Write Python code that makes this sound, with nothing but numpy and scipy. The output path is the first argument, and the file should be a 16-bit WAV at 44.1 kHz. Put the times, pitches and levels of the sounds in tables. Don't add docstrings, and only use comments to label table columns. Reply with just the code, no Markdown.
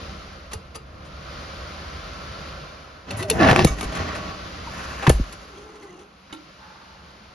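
import sys
import numpy as np
from scipy import signal
from scipy.fft import rfft, irfft, next_fast_len
from scipy.io import wavfile

SR = 44100
rng = np.random.default_rng(int(sys.argv[2]) if len(sys.argv) > 2 else 0)


def bounce(signal):
    frames = np.transpose(np.atleast_2d(signal))
    limited = np.clip(frames, -1, 1)
    pcm = np.round(limited * 32767).astype(np.int16)
    wavfile.write(sys.argv[1], SR, pcm)


N = 323694
T = np.arange(N) / SR
PADDED = 2 * next_fast_len((N + SR // 2) // 2, True)
HZ = np.maximum(np.arange(PADDED // 2 + 1) * SR / PADDED, 1)
SIDES = np.array([[1], [-1]])


def from_db(db):
    return 10 ** (np.asarray(db) / 20)


def rms_one(x):
    return x / np.sqrt(np.mean(x ** 2) + 1e-20)


def to_hz(x):
    return rfft(x, PADDED)


def to_time(spectrum):
    return irfft(spectrum, PADDED)[..., :N]


def at_hz(points, hz=HZ):
    points_hz, values = np.transpose(points)
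    return np.interp(np.log(hz), np.log(points_hz), values)


def add(out, start_s, sound):
    i = round(start_s * SR)
    out[..., i:i + sound.shape[-1]] += sound[..., :N - i]


def drift(per_s):
    knots = rng.standard_normal(4000)
    return np.interp(T * per_s, np.arange(4000), knots)


def envelope(start, end, attack_s, fall_db_per_s):
    return np.clip((T - start) / attack_s, 0, 1) * from_db(-fall_db_per_s * np.maximum(T - end, 0))


def panned(pan, hz=HZ):
    return from_db(at_hz(pan, hz) * SIDES / 2)


def phase_lead(lead, hz=HZ):
    return np.exp(.5j * at_hz(lead, hz) * SIDES)


# frequency_hz, coherence_ratio
FAR_COHERENCE = [(60, 1), (200, 0.94), (480, 0.56), (1000, 0.17), (2200, 0.56), (5000, 0.41), (11000, 1)]
NEAR_COHERENCE = [(100, 1), (600, 0.86), (1200, 0.49), (2200, 1), (5000, 0.73), (11000, 0.7)]
IMPACT_COHERENCE = [(300, 1), (1000, 0.79), (5000, 0.73), (11000, 1)]
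def stereo(pair, coherence, hz=HZ):
    alike = np.clip(at_hz(coherence, hz), -1, 1)
    return (np.sqrt(1 + alike) * pair[0] + np.sqrt(1 - alike) * pair[1] * SIDES) / np.sqrt(2)


def resonant(modes, lift_db, hz=HZ):
    peaks = sum(from_db(db + lift_db) ** 2 / (1 + (2 * (hz - centre) / width) ** 2)
                for centre, width, db in modes)
    return np.sqrt(1 + peaks)


def causal(gain):
    cepstrum = irfft(np.log(gain + 1e-9))
    half = len(cepstrum) // 2
    return np.exp(rfft(np.r_[cepstrum[0], 2 * cepstrum[1:half], cepstrum[half], np.zeros(half - 1)]))


def panel(t60, direct, damped_hz=3000):
    ring = rng.standard_normal(SR // 2) * from_db(-60 * T[:SR // 2] / t60)
    share = 1 / (1 + (HZ / damped_hz) ** 2)
    return (direct + share * to_hz(ring) / np.linalg.norm(ring)) / np.hypot(share, direct)


def play_bands(spectrum, bands_hz, gains):
    centres = np.sqrt(np.prod(bands_hz, axis=1))
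    power = 2 * np.abs(spectrum.mean(0)) ** 2 / (N * PADDED)
    out = 0
    for (low, high), share, gain in zip(bands_hz, np.eye(len(centres)), gains):
        band_rms = np.sqrt(power[(HZ > low) & (HZ < high)].sum())
        out = out + gain * to_time(spectrum * at_hz(np.c_[centres, share])) / band_rms
    return out


def slips(per_s, spread_db, smooth):
    sizes = from_db(spread_db * np.minimum(rng.exponential(1, (2, N)), 3.5))
    signs = rng.choice([-1, 1], (2, N))
    slipping = rng.random((2, N)) < per_s / SR
    return rms_one(sizes * signs * slipping) + smooth * rng.standard_normal((2, N))


def rubbed(modes, per_s, spread_db, flutter_db):
    friction = slips(per_s, spread_db, smooth=0.48) * from_db(flutter_db * drift(45))
    body = sum(from_db(db) / (1 + (2 * (HZ - hz) / width) ** 2) for hz, width, db in modes)
    return rms_one(to_time(stereo(to_hz(friction), NEAR_COHERENCE) * body))


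def wavering_tone(hz, waver, flutter_db, harmonics_db):
    count = len(hz)
    pitch_hz = hz * (1 + waver * drift(160)[:count])
    phase = 2 * np.pi * np.cumsum(pitch_hz) / SR + rng.uniform(0, 2 * np.pi)
    tone = sum(from_db(db) * np.sin(k * phase) for k, db in enumerate(harmonics_db, 1))
    return rms_one(tone * from_db(flutter_db * drift(90)[:count]))


def struck(modes, blows):
    out, t = np.zeros((2, N)), T[:SR]
    for start, blow_db in blows:
        for hz, mode_db, t60 in modes:
            level_db = blow_db + mode_db + rng.normal(0, 4.2, (2, 1))
            add(out, start, from_db(level_db - 60 * t / t60) * np.sin(2 * np.pi * hz * t))
    return out


def impact(colour, body, t60, snap, tail_db, tail_t60, size=16384):
    t = np.arange(size) / SR
    hz = np.maximum(np.arange(size // 2 + 1) * SR / size, 1)
    swell = 1 - np.exp(-t / (0.056 * t60))
    decay = from_db(-60 * t / t60) + from_db(tail_db - 60 * t / tail_t60)
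    ring = rng.standard_normal((2, size)) * swell * decay
    ring /= np.linalg.norm(ring, axis=1, keepdims=True)
    ring[0, 0] += snap * np.exp(-t60 / 0.0048)
    bass_cut = (hz / np.hypot(hz, 200)) ** 2
    gain = from_db(at_hz(colour, hz)) * bass_cut * resonant(body, -0.89, hz)
    return irfft(stereo(rfft(ring), IMPACT_COHERENCE, hz) * causal(gain))[:, :size // 2]


def tilted_impacts(contacts, colour, body, pivot_hz=2800):
    out = np.zeros((2, N))
    hz, colour_db = np.transpose(colour)
    for start, db, tilt, t60 in contacts:
        tilted = np.c_[hz, colour_db + db + tilt * np.log2(hz / pivot_hz)]
        add(out, start, impact(tilted, body, t60, snap=0.11, tail_db=-24, tail_t60=0.18))
    return out


# frequency_hz, density_db
AIR_COLOUR = [(24, -63), (40, -46), (141, -4.5), (508, -13.5), (1300, -12), (1700, -24), (2220, -17),
              (6930, -33.5), (8010, -60), (11000, -30.5), (13000, -37)]
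def workshop_air(air_db=-55, hum_db=-59.5, hum_hz=192, hum_half_width_hz=15):
    air = stereo(to_hz(rng.standard_normal((2, N))), FAR_COHERENCE) * from_db(at_hz(AIR_COLOUR))
    hum = to_hz(rng.standard_normal(N)) / (1 + ((HZ - hum_hz) / hum_half_width_hz) ** 2)
    return from_db(air_db) * rms_one(to_time(air)) + from_db(hum_db) * rms_one(to_time(hum))


def reverberation(x, t60=0.23, size=65536):
    t = np.arange(size) / SR
    echoes = rng.standard_normal((2, size)) * from_db(-60 * t / t60) * np.minimum(t / 0.013, 1)
    echoes /= np.linalg.norm(echoes, axis=1, keepdims=True)
    colour = from_db(at_hz([(80, -16), (400, 7.5), (2500, -10), (11000, -22)]))
    return to_time(stereo(to_hz(x) * to_hz(echoes), FAR_COHERENCE) * colour)


# centre_hz, width_hz, level_db
SCUFF_BODY = [(874, 97, -2.5), (1140, 250, -17), (1450, 580, -9.5)]
def cardboard_scuff(level_db=-48):
    stroke = from_db(level_db) * envelope(6.57, 6.7, attack_s=0.058, fall_db_per_s=19)
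    return stroke * rubbed(SCUFF_BODY, per_s=4000, spread_db=-0.5, flutter_db=0)


# start_s, level_db
LOOSE_KNOCKS = [(6.3263, -41.5), (6.3287, -41), (6.3365, -43.5), (6.348, -50), (6.371, -56)]
# pitch_hz, level_db, t60_s
LOOSE_MODES = [(288, -11, 0.42), (317, -3.5, 0.39), (352, -9.5, 0.22), (840, -10, 0.08), (895, -7, 0.12),
               (1365, -6, 0.29), (1900, -11, 0.05), (2215, -7, 0.12), (3000, 4, 0.04), (3320, -1, 0.02),
               (3670, 0, 0.045), (3900, -2, 0.045), (4440, -9, 0.02), (6470, -10, 0.038)]
def loose_knock():
    return struck(LOOSE_MODES, LOOSE_KNOCKS)


# full_speed_s, slacken_s, rumble_db, whirr_db, hiss_db
RUNS = [(0.0, 0.043, -37.5, -45, -47), (1.337, 2.48, -39.5, -43.5, -47), (3.95, 5.07, -41, -44.5, -46.5),
        (6.38, 6.925, -63, -56, -56.5), (7.05, 7.343, -53.5, -55.5, -57.5)]
# rumble_db_per_s, whirr_db_per_s, hiss_db_per_s
SPIN_UP = [8, 22.5, 32.5]
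COAST = [21.5, 14, 20]
def drive_gains():
    runs_db = []
    for full, slacken, *bands_db in RUNS:
        spin_up_db = np.outer(SPIN_UP, np.maximum(full - T, 0))
        coast_db = np.outer(COAST, np.maximum(T - slacken, 0))
        runs_db.append(np.c_[bands_db] - spin_up_db - coast_db)
    return from_db(np.max(runs_db, axis=0))


# frequency_hz, density_db
DRIVE_SPECTRUM = [(15, -44.5), (25, -10), (68, 1.5), (192, -10), (280, -10), (380, -12), (507, -14.5),
                  (855, -17), (1330, -9.5), (1880, -20), (4690, -28), (6760, -37), (7910, -61),
                  (9750, -45.5), (11100, -41.5), (13000, -47)]
# centre_hz, width_hz, level_db
HOUSING_BODY = [(61.7, 16, -5), (139, 40, 0.5), (188, 41, 3.5), (318, 53, -6), (523, 95, 6),
                (1230, 1200, -16), (4840, 1100, -1.5)]
def drive():
    air = rng.standard_normal((2, N)) * from_db(0.26 * drift(30))
    noise = stereo(to_hz(air), FAR_COHERENCE) * from_db(at_hz(DRIVE_SPECTRUM))
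    housed = noise * resonant(HOUSING_BODY, lift_db=1.4) * panel(t60=0.1, direct=1.87)
    return play_bands(housed, [(30, 220), (900, 2000), (3000, 7000)], drive_gains())


# pitch_hz, level_db
MOTOR_PARTIALS = [(780, -15), (800, -18.5), (476, -20)]
def motor_tones():
    _, whirr, _ = drive_gains()
    tones = sum(from_db(db) * wavering_tone(np.full(N, hz), waver=0.0068, flutter_db=8, harmonics_db=[0])
                for hz, db in MOTOR_PARTIALS)
    return whirr * tones


# pitch_hz, level_db
GEAR_TONES = [(608, -16), (1130, 0), (1165, -15), (2482, -26)]
# start_s, end_s, level_db
WINCH_HAULS = [(3.4, 3.692, -45), (3.957, 4.334, -41)]
def winch(waver=0.0172, flutter_db=6.5):
    gear_time = np.cumsum(1 + waver * drift(70)) / SR
    whine = 0
    for hz, db in GEAR_TONES:
        gain = from_db(db + flutter_db * np.tanh(drift(60)))
        whine += gain * np.sin(2 * np.pi * hz * gear_time + rng.normal(0, 0.29, (2, 1)))
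    return whine * sum(from_db(db) * envelope(start, end, attack_s=0.056, fall_db_per_s=91)
                       for start, end, db in WINCH_HAULS)


# start_s, end_s, attack_s, fall_db_per_s, rumble_db, rub_db, sizzle_db
STRAP_SLIDES = [(3.06, 3.245, 0.044, 399, -37.5, -39, -66), (3.275, 3.685, 0.023, 45, -31, -39.5, -53.5),
                (3.773, 4.03, 0.22, 27, -32, -35, -64), (4.625, 5.12, 0.15, 38, -46, -50.5, -56.5)]
# frequency_hz, density_db
SLIDE_SPECTRUM = [(15, -22), (25, -32.5), (53, -3), (130, -6), (380, -9.5), (609, -10.5), (770, -7),
                  (1140, -8), (2570, -14.5), (6410, -22), (7310, -30), (7910, -77), (9500, -38),
                  (11100, -31.5), (12000, -38), (13000, -76)]
# centre_hz, width_hz, level_db
GUIDE_BODY = [(433, 28, -0.5), (564, 29, -14), (1020, 32, -14), (1053, 31, -3), (1770, 51, -11),
              (1900, 35, -3), (2570, 680, -3)]
def strap_slide(hiss_re_rub_db=-7.5, guide_re_rasp_db=-6.5):
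    friction = slips(per_s=2500, spread_db=-1.5, smooth=0.61) * from_db(2 * drift(45))
    noise = stereo(to_hz(friction), FAR_COHERENCE) * from_db(at_hz(SLIDE_SPECTRUM))
    guided = noise * resonant(GUIDE_BODY, lift_db=0.85) * panel(t60=0.15, direct=0.9)
    rumble, rub, sizzle = sum(np.outer(from_db(bands_db), envelope(start, end, attack, fall))
                              for start, end, attack, fall, *bands_db in STRAP_SLIDES)
    hiss = from_db(hiss_re_rub_db) * rub
    _, rasp, _ = tug_gains()
    rub = np.hypot(rub, from_db(guide_re_rasp_db) * rasp)
    bands_hz = [(30, 250), (400, 2000), (2500, 7000), (9000, 12000)]
    return play_bands(guided, bands_hz, [rumble, rub, hiss, sizzle])


# start_s, end_s, pitch_hz, level_db
GROANS = [(5.493, 5.545, 399, -50), (5.565, 5.638, 411, -45), (5.645, 5.675, 425, -44),
          (5.683, 5.742, 436, -49), (5.745, 5.808, 419, -44), (5.822, 5.858, 406, -46),
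          (5.868, 5.94, 353.4, -46.5), (5.943, 5.997, 369, -50), (6.005, 6.016, 413, -42)]
# centre_hz, width_hz, level_db
CARDBOARD_BODY = [(318, 74, -2), (430, 120, -5), (834, 80, -3.5), (1070, 110, -7)]
def strap_creak(rub_db=-50.5, crackle_db=-61.5):
    groans, size = np.zeros(N), SR // 3
    for start, end, hz, db in GROANS:
        tone = wavering_tone(np.full(size, hz), waver=0.046, flutter_db=3.5, harmonics_db=[0, -12, -19])
        slip = envelope(0, end - start, attack_s=0.016, fall_db_per_s=330)[:size]
        add(groans, start, from_db(db) * slip * tone)
    rub = from_db(rub_db) * rubbed(CARDBOARD_BODY, per_s=260, spread_db=1.5, flutter_db=0.5)
    # centre_hz, width_hz, level_db
    fibres = [(2030, 94, -7), (2800, 140, -3), (3320, 160, -4), (6200, 1000, -4.5), (9500, 900, -11)]
    crackle = from_db(crackle_db) * rubbed(fibres, per_s=110, spread_db=0, flutter_db=0.5)
    return groans + envelope(5.5, 6.02, attack_s=0.059, fall_db_per_s=295) * (rub + crackle)


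# start_s, level_db
CATCH_BLOWS = [(0.5333, -41), (0.537, -40.5), (0.7548, -42.5)]
# pitch_hz, level_db, t60_s
CATCH_MODES = [(440, 3, 0.17), (855, -2, 0.11), (1236, -4, 0.15), (2530, -8, 0.14), (2800, -9, 0.17),
               (4780, -6, 0.16), (5900, 2.5, 0.035), (9889, -2, 0.03), (10600, -10, 0.04)]
def catch_clicks():
    return struck(CATCH_MODES, CATCH_BLOWS)


# start_s, level_db
FRAME_BLOWS = [(3.671, -32), (3.813, -38.5)]
# pitch_hz, level_db, t60_s
FRAME_MODES = [(1070, -7.5, 0.52), (1127, -10, 0.59), (1238, 3.5, 0.13), (2120, -14, 0.15),
               (2270, -14, 0.12), (2260, -4, 0.16), (2880, -1, 0.091), (3700, -2.5, 0.15), (5320, -3, 0.09),
               (6500, -6.5, 0.1695), (11300, -2.5, 0.087)]
def frame_ring():
    return struck(FRAME_MODES, FRAME_BLOWS)


# start_s, level_db
LATCH_BLOWS = [(3.1072, -38.5), (3.111, -37.5), (3.2265, -41), (3.2315, -40), (3.241, -48), (3.2994, -27.5),
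               (3.3015, -25), (3.306, -45), (3.313, -30), (3.8106, -41)]
# pitch_hz, level_db, t60_s
LATCH_MODES = [(2330, -13, 0.057), (2660, 1, 0.043), (2730, 2, 0.036), (2870, -2, 0.046),
               (3630, 2.5, 0.035), (4230, 9.5, 0.013), (4380, -22, 0.028), (5770, -6.5, 0.049),
               (9400, -18, 0.025), (10550, -21, 0.045)]
def latch_ring():
    return struck(LATCH_MODES, LATCH_BLOWS)


# start_s, end_s, final_level_db
SCRAPE_STROKES = [(3.93, 4.023, -35), (4.073, 4.152, -35), (4.685, 5.1, -36), (6.288, 6.332, -47)]
# centre_hz, width_hz, level_db
SCRAPE_BODY = [(370, 95, -2), (1110, 240, 5), (1430, 380, 2.5), (1820, 480, -4.5), (2540, 620, -3.5)]
def strap_scrape(growth_db_per_s=18):
    gain = 0
    for start, end, db in SCRAPE_STROKES:
        growth = from_db(db + growth_db_per_s * np.minimum(T - end, 0))
        gain += growth * envelope(start, end, attack_s=0.032, fall_db_per_s=400)
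    return gain * rubbed(SCRAPE_BODY, per_s=320, spread_db=0, flutter_db=1)


# start_s, end_s, pitch_hz, glide_octaves_per_s, level_db
STRAP_SQUEAKS = [(3.105, 3.173, 591, -1, -40.5), (3.128, 3.25, 103, 0.5, -33),
                 (3.188, 3.214, 1995, 0, -36.5), (3.205, 3.263, 367, 2, -34), (3.236, 3.29, 650, -2, -36),
                 (3.301, 3.315, 435.6, 1.5, -24.5), (3.396, 3.47, 372, -9, -19.5),
                 (3.398, 3.435, 1168, -1.5, -26.5), (3.406, 3.425, 694, -4.5, -21),
                 (3.45, 3.482, 660, 0.5, -21), (3.476, 3.49, 1730, 0.5, -23),
                 (3.567, 3.634, 360.5, 0, -23.5), (4.132, 4.243, 601, 0.5, -38),
                 (5.567, 5.577, 3250, -2, -56), (5.685, 5.78, 2100, -1, -64), (5.82, 5.83, 2030, -1, -56),
                 (5.826, 5.882, 1480, 1.5, -56), (5.874, 5.9, 1960, -0.5, -54), (5.915, 5.94, 2880, 0, -60)]
def strap_squeaks():
    out, t = np.zeros(N), T[:SR // 3]
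    for start, end, hz, glide, db in STRAP_SQUEAKS:
        tone = wavering_tone(hz * 2 ** (glide * t), waver=0.032, flutter_db=3.5, harmonics_db=[0, -18])
        slip = envelope(0, end - start, attack_s=0.0091, fall_db_per_s=446)[:len(t)]
        add(out, start, from_db(db) * slip * tone)
    return out


# start_s, level_db, tilt_db_per_octave, t60_s
GRIPPER_CLACKS = [(0.532, -31.5, 0.5, 0.034), (0.7548, -37, -0.7, 0.044), (3.1061, -36, -1, 0.049),
                  (3.166, -47.5, 10, 0.19), (3.192, -33, -3, 0.13), (3.2267, -34.5, -0.5, 0.025),
                  (3.2992, -22, 3.5, 0.028), (3.646, -18.5, 1.4, 0.019), (3.6709, -32, 0.5, 0.093),
                  (3.8092, -30, -1, 0.016), (3.828, -32.5, -3, 0.03), (3.838, -32.5, -2.5, 0.054),
                  (5.094, -29, 4.5, 0.007), (5.0962, -22, 1, 0.007), (5.1, -28, -1.5, 0.0091),
                  (5.323, -39, -0.5, 0.052), (6.325, -42, -1, 0.08)]
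# frequency_hz, density_db
CLACK_SPECTRUM = [(300, 38), (1100, 31), (2800, 29), (5500, 26), (10500, 28.5)]
# centre_hz, width_hz, level_db
GRIPPER_BODY = [(424, 81, 2.5), (1120, 200, 2.5), (2650, 400, -3), (4470, 320, 2), (6840, 300, -3),
                (9140, 600, 8)]
def gripper_clacks():
    return tilted_impacts(GRIPPER_CLACKS, CLACK_SPECTRUM, GRIPPER_BODY)


# start_s, level_db
STRAP_TICKS = [(0.513, -26), (0.745, -27.5), (1.0482, -35.5), (3.7823, -22), (3.919, -25), (4.147, -22),
               (5.577, -41.5), (5.7524, -38), (5.822, -35), (5.987, -38)]
def strap_ticks():
    out = np.zeros((2, N))
    for start, db in STRAP_TICKS:
        colour = np.array([(400, 26.5), (2500, 20.4), (6000, 13.5), (11000, 7.7)]) + [0, db]
        add(out, start, impact(colour, GRIPPER_BODY, t60=0.093, snap=0.17, tail_db=-14, tail_t60=0.24))
    return out


# start_s, level_db, tilt_db_per_octave, t60_s
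STRAP_SLAPS = [(3.486, -15, -1, 0.018), (3.4979, -19, 4.5, 0.011), (3.511, -12.5, 1, 0.021),
               (3.5288, -16.5, 0, 0.011), (3.561, -11, 0.9, 0.009), (3.592, -12.5, 0.2, 0.007),
               (3.949, -23.5, 4.5, 0.074), (3.971, -28.5, 3.5, 0.02), (5.022, -22.5, 1.5, 0.13),
               (5.0665, -11.5, 1, 0.05), (5.0962, -19.5, -3, 0.022), (5.0998, -19, 3.5, 0.0099)]
# frequency_hz, density_db
SLAP_SPECTRUM = [(250, 38.5), (750, 34), (1150, 33.5), (1550, 31.5), (1900, 30), (2800, 26.5), (5500, 13),
                 (10500, 6)]
# centre_hz, width_hz, level_db
BOX_BODY = [(152, 53, -0.5), (257, 43, 0), (360, 40, -1), (444, 30, -2), (686, 99, 0), (794, 54, 8),
            (1134, 49, 5.5), (1736, 61, 5.5), (1830, 57, -2), (2210, 70, -12), (2660, 92, 4.5)]
def strap_slaps():
    return tilted_impacts(STRAP_SLAPS, SLAP_SPECTRUM, BOX_BODY)


# start_s, level_db, rest_pitch_hz, t60_s
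PANEL_THUMPS = [(0.555, -23.5, 80, 0.077), (3.513, -3, 116, 0.054), (3.627, -11, 96, 0.086),
                (3.6487, 3, 447, 0.011), (3.6509, -0.5, 139, 0.055), (3.652, -6.5, 306, 0.04),
                (3.66, -5, 75, 0.049), (3.705, -17.5, 46.3, 0.3), (3.858, -21, 46.5, 0.25),
                (4.672, -27.5, 845, 0.085), (5.0665, -8, 990, 0.024), (5.0735, -5.5, 720, 0.022),
                (5.0792, -1, 129, 0.11), (5.08, -10.5, 331, 0.047), (5.1002, 3, 444, 0.014),
                (5.102, -4, 62, 0.11), (5.148, -13.5, 45.7, 0.32), (5.1982, -11, 202, 0.026),
                (5.209, -8.5, 54.3, 0.055), (7.035, -41, 156, 0.17)]
# frequency_hz, left_minus_right_db
BOX_BALANCE = [(150, 0), (350, -1), (500, 8), (850, 2), (1150, -2), (1450, -8), (1850, -0.5), (3600, 3),
               (10000, -1.5)]
def panel_thumps(rise_s=0.00068, stretch=0.2):
    out, t = np.zeros((2, N)), T[:SR // 2]
    rise = 1 - np.exp(-t / rise_s)
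    for start, db, hz, t60 in PANEL_THUMPS:
        swing = from_db(-60 * t / t60)
        phase = 2 * np.pi * np.cumsum(hz * (1 + stretch * swing)) / SR
        add(out, start, -from_db(db) * panned(BOX_BALANCE, hz) * swing * rise * np.sin(phase))
    return out


# start_s, end_s, rasp_db, hiss_db
STRAP_TUGS = [(3.322, 3.4, -27, -53), (3.383, 3.503, -11.5, -26.5), (3.558, 3.609, -21.5, -26.5),
              (4.698, 5.063, -40, -51)]
def tug_gains(attack_s=0.033, boom_re_rip_db=-19.5, growth_db_per_s=14, gripped_s=3.645):
    rasp = hiss = 0
    for start, end, rasp_db, hiss_db in STRAP_TUGS:
        rasp += from_db(rasp_db) * envelope(start, end, attack_s, fall_db_per_s=280)
        hiss += from_db(hiss_db) * envelope(start, end, attack_s, fall_db_per_s=189)
    first_s = STRAP_TUGS[0][0]
    boom_db = boom_re_rip_db + growth_db_per_s * (np.minimum(T, gripped_s) - first_s)
    boom = from_db(boom_db) * envelope(first_s, gripped_s, attack_s, fall_db_per_s=500)
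    return boom, rasp, hiss


# frequency_hz, density_db
RIP_SPECTRUM = [(24, -29), (40, -5), (70, 3.5), (218, 0), (252, -1), (330, -0.5), (573, -4), (679, 0),
                (850, -6.5), (980, -15), (1250, -7.5), (1450, -1), (1590, -17), (1740, -1.5), (2070, -9),
                (2500, -7.5), (3100, -11), (5710, -15), (7100, -27), (7630, -67), (11000, -22),
                (13000, -73)]
# frequency_hz, left_lead_rad
BOX_PHASE = [(60, -1), (200, 0.7), (800, 0), (1150, 1.5), (1450, 4.5), (1750, 0.5), (2100, 1.04),
             (11000, -1)]
def strap_rip(level_db=-6):
    friction = slips(per_s=2200, spread_db=0.5, smooth=0.75) * from_db(2.6 * drift(480))
    noise = stereo(to_hz(friction), NEAR_COHERENCE) * from_db(at_hz(RIP_SPECTRUM))
    boxed = noise * resonant(BOX_BODY, lift_db=1.7) * panel(t60=0.14, direct=1.9)
    placed = boxed * phase_lead(BOX_PHASE) * panned(BOX_BALANCE)
    return from_db(level_db) * play_bands(placed, [(50, 250), (400, 2000), (3000, 7000)], tug_gains())


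# frequency_hz, left_minus_right_db
STEADY_BALANCE = [(60, -0.5), (200, 0), (1000, -1.6), (2200, 0), (4500, 3), (10000, -0.5)]
def scene():
    rings = latch_ring() + frame_ring() + loose_knock() + catch_clicks()
    friction = strap_rip() + strap_squeaks() + strap_scrape()
    impacts = (gripper_clacks() + strap_slaps() + strap_ticks()) * from_db(0.7 * SIDES)
    near = rings + friction + impacts + panel_thumps() + strap_creak()
    steady = strap_slide() + winch() + drive() + motor_tones() + cardboard_scuff() + workshop_air()
    return near + from_db(-28) * reverberation(near) + to_time(to_hz(steady) * panned(STEADY_BALANCE))


# frequency_hz, gain_db
MICROPHONE_RESPONSE = [(20, 0), (6500, 0.5), (7300, 8.5), (8000, -10.5), (9100, -1.5), (10000, 4),
                       (11600, -6), (12400, -21)]
# frequency_hz, left_lead_rad
PORT_PHASE = [(150, 0), (500, 0), (850, 1.01), (1150, -0.8), (1450, -1.9), (2100, 0), (3000, 0.5),
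              (5000, 0.7), (6000, 0.5), (7300, -3.5), (9000, -3), (11000, -5.5)]
def record(dry, peak_limit=0.88, cutoff_hz=12500):
    response = causal(from_db(at_hz(MICROPHONE_RESPONSE))) * phase_lead(PORT_PHASE)
    coloured = to_time(to_hz(dry) * response)
    rounded = coloured / (1 + (coloured / peak_limit) ** 6) ** (1 / 6)
    return signal.sosfilt(signal.ellip(10, .3, 70, cutoff_hz, fs=SR, output="sos"), rounded)


dry = scene()
out = record(dry)
bounce(out)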